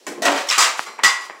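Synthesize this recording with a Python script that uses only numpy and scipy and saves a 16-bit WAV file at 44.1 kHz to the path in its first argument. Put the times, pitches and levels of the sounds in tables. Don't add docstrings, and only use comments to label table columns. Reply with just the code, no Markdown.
import sys
import numpy as np
from scipy import signal
from scipy.io import wavfile
from scipy.ndimage import uniform_filter1d

SR = 44100
rng = np.random.default_rng(int(sys.argv[2]) if len(sys.argv) > 2 else 0)


def invert_db(x):
    u = np.asarray(x, float) / 20
    return 10 ** u


def log_audio(samples):
    frames = np.atleast_2d(samples).T
    limited = np.clip(frames, -1, 1)
    pcm = np.round(limited * 32767).astype(np.int16)
    wavfile.write(sys.argv[1], SR, pcm)


N = 61739

# [f/Hz, level/dB per Hz]
STREET_TONE = [(35, -68), (60, -30), (363, 3.5), (822, -7), (1010, -1), (1140, -13), (1740, -11),
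               (6000, -10), (16000, -30)]
# [f/Hz, t60/s]
CARPORT_DECAY = [(200, 0.24), (530, 0.63), (1400, 0.48), (3700, 0.38), (9700, 0.31)]

# [t/s, level/dB]
SCUFF_CURVE = [(0.75, -48), (0.792, -28), (0.97, -52)]
# [t/s, level/dB]
STEP_CURVE = [(1.17, -67), (1.21, -44), (1.26, -38.5), (1.32, -59)]
# [f/Hz, level/dB per Hz]
SCUFF_TONE = [(88, -64), (150, -41), (422, -9.5), (675, -25), (1020, -16), (1420, -7.5), (7620, -13),
              (16000, -33.5)]

# [t/s, level/dB, f/Hz, ring t60/s, room/dB]
TAPS = [(.037, -62, 2100, .004, -20), (0.067, -22.5, 6970, 0.0086, -17.5), (.4905, -9, 5600, .006, -40),
        (.5012, -5, 5300, .011, -40), (.79335, -4.5, 2050, .0042, -44), (1.2977, -23, 1700, .006, -27),
        (.9905, -35, 7500, .004, -27), (1.07, -9, 2230, 0.0046, -37), (0.89, -39.5, 830, 0.0072, -4),
        (1.304, -31.5, 1750, 0.022, -5.5)]
# [t/s, level/dB, f/Hz, ring t60/s, room/dB]
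TICKS = [(.9911, -18, 950, .018, -23), (.9907, -27, 2000, .009, -22), (.9978, -21, 1100, .012, -17),
         (.9963, -24, 2300, .004, -20), (1.2983, -24, 2000, .007, -30), (.7938, -24, 420, .005, -40),
         (.7932, -15, 2900, .002, -40), (1.298, -22, 1150, .005, -30), (.7775, -33, 11000, .003, -40),
         (.2655, -8, 2600, .003, -40), (.2815, -7, 1300, .005, -40), (.2845, -7, 2600, .003, -40),
         (.4075, -24, 7500, .004, -40), (.5102, -7, 2800, .004, -40), (.981, -36, 700, .006, -2),
         (.9868, -33, 1900, .008, -10), (1.0358, -6, 3200, .003, -40), (1.0366, -8, 1500, .004, -40),
         (.037, -52, 5000, .003, -12)]
# [f/Hz, level/dB per Hz]
TAP_TONE = [(88, -47), (150, -8), (675, 3.5), (1260, 6.5), (1420, 2), (1900, 8), (16000, -56)]

# [t/s, level/dB]
BAR_TOUCHES = [(.852, -41), (1.21, -45.5), (1.299, -47.5)]
# [f/Hz, first touch level/dB, second touch level/dB, third touch level/dB, t60/s]
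BAR_MODES = [(1028, -5, -11, -6.5, .6), (1087, -15, -11, 5, 1.6), (1260, -9, -9, -4, .7),
             (1900, -15, -9, 1.5, 0.75), (2062, 1, -8, -15, .6), (2272, 0, -6, -19, 0.46),
             (4140, -12, -9.5, -14, .7), (4113, -2, -12.5, -23, 0.74), (4500, -11, -8, -25, 0.65),
             (4913, -7, -9, -13, .8), (5660, -6, -6, -24, 1), (7400, -7, -4, -22, 0.59)]

# [t/s, level/dB, bass/dB, treble/dB, rattle/s]
BUMPS = [(.0665, -17, 0, 7.5, 0.0041), (.079, -25.5, 2.5, 14.5, 0.0033), (.117, -34.5, 14.5, 17.5, 0.0025),
         (.15, -37.5, 14.5, -19, 0.0042), (.176, -30, 13, -16, 0.004)]
# [f/Hz, level/dB, t60/s]
BUMP_MODES = [(298, -4.5, 5.0), (351.5, -1, 5.0), (782, -6, 0.33), (1043, 5, 0.16), (1050, -15, 0.23)]
# [f/Hz, level/dB per Hz]
BUMP_TONE = [(150, -7), (297, 0), (1040, -14.5), (1790, -12.5), (2100, -13), (3700, -26.5), (7470, -27),
             (10500, -38), (16000, -47)]

# [t/s, level/dB, bass/dB, treble/dB, rattle/s]
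DOOR_BLOWS = [(.2205, -19.5, 8, 13.5, 0.0019), (.2305, -9.5, 1, -1.5, 0.018), (.2525, -5, -4, 3.5, 0.0042),
              (.265, -1.5, -3.5, -15, 0.011), (.282, -4.5, -5, -32, 0.0023),
              (.318, -10, -0.5, -3.5, 0.0052), (.345, -14, -9, -2, 0.011), (.359, -11, -16, -1, 0.014),
              (.377, -8.5, -18, -6, 0.0026), (.409, -19.5, -27, 2, 0.0092), (.469, -23, -12, 6.5, 0.021)]
# [f/Hz, level/dB, t60/s]
DOOR_MODES = [(284.4, -5, 0.37), (555.6, -1, 0.71), (652, 6, 0.47), (700, 5, 0.22), (728, -14, 0.19),
              (778, -5, 0.32), (1026, -4, 0.76), (1260, -27, 0.13), (1889, 10.5, 0.094), (2450, 0, 0.098)]
# [f/Hz, level/dB per Hz]
DOOR_TONE = [(150, -22), (275, -4), (457, -7.5), (689, -4.5), (837, -6.5), (1060, -8.5), (7180, -20),
             (10500, -34), (16000, -38)]

# [t/s, level/dB, bass/dB, treble/dB, rattle/s]
FALL_BLOWS = [(1.0338, -19, -3, 12, 0.0025), (1.0362, -4, -7, 1, 0.0073), (1.045, -4, 2, 1.5, 0.0055),
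              (1.060, -5, -10.5, -3, 0.018), (1.208, -31.5, 7, 4, 0.01)]
# [f/Hz, level/dB, t60/s]
FALL_MODES = [(985, -4, .4), (1114, -2, .6), (1030, -7, .5), (1246, -6, .5), (1436, -9, .4),
              (1886, -1, .45), (1943, -1, .5), (2064, -5, .5), (2658, -6, .45), (2910, -2, .4),
              (3548, -9, .4), (4752, -7, .35), (4895, -9, .45), (7125, -10, .3)]
# [f/Hz, level/dB per Hz]
FALL_TONE = [(150, -47), (759, -9), (1120, -1.5), (1580, -8), (1940, -7), (3400, -13.5), (7000, -13),
             (10500, -30), (16000, -35)]

# [t/s, level/dB, bass/dB, treble/dB, rattle/s]
FRAME_BLOWS = [(.487, -14, -36.5, 10.5, 0.012), (.4985, -15.5, 4.5, 3, 0.0029), (.5102, -6, -18, 2, 0.0087),
               (.525, -5.5, -33, -0.5, 0.0017), (.555, -15, -8, 4, 0.0084), (.5785, -3.5, -2, -10, 0.0043),
               (.581, -11.5, 4, 18, 0.0064), (.591, -12, 4, 13, 0.0059), (.605, -6.5, -3, 12.5, 0.0086),
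               (.625, -5.5, -7, 4.5, 0.0088), (.641, -14.5, -13, 12.5, 0.0088),
               (.654, -9.5, -4.5, -19, 0.0074), (.671, -22, 0, -3, .006), (.777, -47, -20, 20, .004),
               (.864, -27, 15.5, 2.5, 0.0093)]
# [f/Hz, level/dB, t60/s]
FRAME_MODES = [(1050, -9, .45), (1118, -4, .55), (1190, -2, .55), (1255, -4, .5), (1390, -6, .45),
               (1930, -5, .5), (2030, -5, .45), (2780, -7, .4), (4020, -11, .35), (4480, -9, .3),
               (4760, -10, .3), (4960, -10, .3), (5760, -14, .3), (7080, -10, .25)]
# [f/Hz, level/dB per Hz]
FRAME_TONE = [(150, -30.5), (475, -15.5), (1140, -1.5), (1690, -8.5), (1940, -4), (3290, -12.5),
              (7180, -17.5), (10500, -35), (16000, -40)]

# [t/s, length/s, side level/dB]
WIDE_MOMENTS = [(.066, .035, -8), (.577, .03, -11), (1.034, .007, -7)]

BASS_HZ, TREBLE_HZ = 910, 3450
CRACK_DB, CRACK_T60_S, BUILD_S = 5, 0.041, 0.0055
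CONTACTS_PER_S, RING_SHARE, MODE_LUCK_DB = 600, 0.62, 3
LINGER_DB, LINGER_T60_S = -19, 1.1
MIC_LOW_HZ, MIC_TOP_HZ = 191, 15800
KNEE_DB, RELEASE_DB_PER_S, ATTACK_HZ, LIMIT = -6, 150, 60, .78
SIDE_HZ = 4700


def rms_one(x):
    return x / np.sqrt(np.mean(x ** 2) + 1e-20)


def cut(x, hz, kind, order=2):
    return signal.sosfilt(signal.butter(order, hz, kind, fs=SR, output="sos"), x)


def at_hz(points, hz):
    freqs, values = np.array(points).T
    return np.interp(np.log(hz), np.log(freqs), values)


def shelf(hz, bass_db, treble_db):
    return bass_db / (1 + (hz / BASS_HZ) ** 4) + treble_db / (1 + (TREBLE_HZ / hz) ** 4)


def place(out, s, sound):
    start = int(s * SR)
    out[start:start + len(sound)] += sound


def noise(spectrum, colours=None):
    dies = colours is not None
    count, length = (len(colours), SR // 2) if dies else (1, N)
    t = np.arange(length) / SR
    white = rng.standard_normal((count, 2, length))
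    out, power = 0, 0
    edges = 100 * 2 ** (np.arange(23) / 3)
    for k, (low, high) in enumerate(zip(edges, edges[1:])):
        hz = np.sqrt(low * high)
        gain = invert_db(at_hz(spectrum, hz))
        power += gain ** 2 * (high - low) * 2 / SR
        if dies:
            room = invert_db(-60 * t / max(at_hz(CARPORT_DECAY, hz), .05)) * (1 - np.exp(-t / BUILD_S))
            crack = invert_db(CRACK_DB - 60 * t / CRACK_T60_S)
            colour = invert_db(shelf(hz, *np.transpose(colours)))[:, None]
            gain = gain * (room + crack) * colour
        out = out + gain * cut(white[:, k % 2], [low, high], "band")
    return out / np.sqrt(power)


def street():
    return invert_db(-52) * noise(STREET_TONE)[0]


def scuff():
    t = np.arange(N) / SR
    level = 0
    for curve in (SCUFF_CURVE, STEP_CURVE):
        level = level + invert_db(-3 + np.interp(t, *np.transpose(curve), left=-99, right=-99))
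    grit = 1 + 0.13 * rms_one(cut(rng.standard_normal(N), 150, "low"))
    return uniform_filter1d(level, size=600) * grit * noise(SCUFF_TONE)[0]


def knocks(rows, droop):
    out, t = np.zeros(2 * N), np.arange(SR // 2) / SR
    rooms = noise(TAP_TONE, np.tile([0, -8], (len(rows), 1)))
    for (s, db, hz, t60, room_db), room in zip(rows, rooms):
        sag = droop * 1500 / hz * (hz < 2500) + 1
        bent_time = t / 5 + 4 / 5 * (1 - np.exp(-sag * t)) / sag
        envelope = invert_db(-60 * t / max(t60, .001)) * (1 - np.exp(-2 * t * hz))
        knock = np.sin(2 * np.pi * hz * bent_time) * envelope
        place(out, s, invert_db(db) * (knock / knock.max() + invert_db(room_db) * room))
    return out[:N]


def taps():
    return knocks(TAPS, droop=1550)


def ticks():
    return knocks(TICKS, droop=0)


def bar():
    out, t = np.zeros(2 * N), np.arange(SR // 2) / SR
    swell = 1 - np.exp(-t / 0.013)
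    fade_out = np.cos(np.pi * t) ** 2
    for k, (s, db) in enumerate(BAR_TOUCHES):
        for hz, *levels, t60 in BAR_MODES:
            ring = invert_db(db + levels[k] - 60 * t / t60) * np.sin(2 * np.pi * hz * t)
            place(out, s, ring * swell * fade_out)
    return out[:N]


def blows(rows, tone, modes, ring_db, spread=1):
    rows, t, out = np.array(rows), np.arange(SR // 2) / SR, np.zeros(2 * N)
    bass_db, treble_db = rows[:, 2], rows[:, 3]
    responses = noise(tone, rows[:, 2:4])
    luck = rng.standard_normal((len(rows), len(modes)))
    for k, (hz, db, t60) in enumerate(modes):
        split, phase = spread * rng.uniform(0.0069, 0.027), rng.uniform(0, 2 * np.pi)
        first = np.sin(2 * np.pi * hz * t)
        second = np.sin(2 * np.pi * hz * (1 + split) * t + phase)
        gain = invert_db(ring_db + db + MODE_LUCK_DB * luck[:, k] + shelf(hz, bass_db, treble_db))
        linger = invert_db(LINGER_DB - 60 * t / LINGER_T60_S) * first * np.cos(np.pi * t) ** 2
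        decay = invert_db(-60 * t / np.clip(RING_SHARE * t60, .05, .4))
        responses += np.outer(gain, decay * (first + second) + linger)
    t = t[:SR // 10]
    draws = rng.random((len(rows), 2, len(t)))
    for (s, db, _, _, rattle), (chance, sizes), response in zip(rows, draws, responses):
        hits = (chance < CONTACTS_PER_S / SR) * (2 * sizes - 1)
        burst = hits * np.exp(-t / max(rattle, .001))
        burst[0] = 1
        sound = signal.fftconvolve(burst / np.linalg.norm(burst), response)
        place(out, s, invert_db(db - 11.5) * sound)
    return out[:N]


def first_bumps():
    return blows(BUMPS, BUMP_TONE, BUMP_MODES, ring_db=-10)


def door_slide():
    return blows(DOOR_BLOWS, DOOR_TONE, DOOR_MODES, ring_db=-13.5)


def bar_fall():
    return blows(FALL_BLOWS, FALL_TONE, FALL_MODES, ring_db=-5.5, spread=0.388)


def frame_crash():
    return blows(FRAME_BLOWS, FRAME_TONE, FRAME_MODES, ring_db=-10.5)


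def scene():
    background = street() + scuff()
    details = taps() + ticks() + bar()
    crash = first_bumps() + door_slide() + bar_fall() + frame_crash()
    mid = background + details + crash
    return np.array([mid, mid])


def roll_off(x):
    return signal.sosfilt(signal.butter(12, 16650, fs=SR, output="sos"), x)


def record(dry):
    x, t = cut(dry[0], MIC_LOW_HZ, "high", order=4), np.arange(N) / SR
    level = 10 * np.log10(cut(x ** 2, ATTACK_HZ, "low", order=1) + 1e-12)
    release = RELEASE_DB_PER_S * t
    held = np.maximum.accumulate(level + release) - release
    over = np.maximum(held - KNEE_DB, 0)
    x = x * invert_db(-over) / LIMIT
    x = LIMIT * x / (1 + x ** 4) ** .25
    x = signal.sosfilt(signal.ellip(8, .5, 45, MIC_TOP_HZ, fs=SR, output="sos"), x)
    gate = sum(invert_db(db) * (t > s) * (t < s + length) for s, length, db in WIDE_MOMENTS)
    delayed = np.pad(x, (37, 0))[:N]
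    side = cut(gate * delayed, SIDE_HZ, "high", order=8)
    return roll_off(np.array([x + side, x - side]))


dry = scene()
out = record(dry)
log_audio(out)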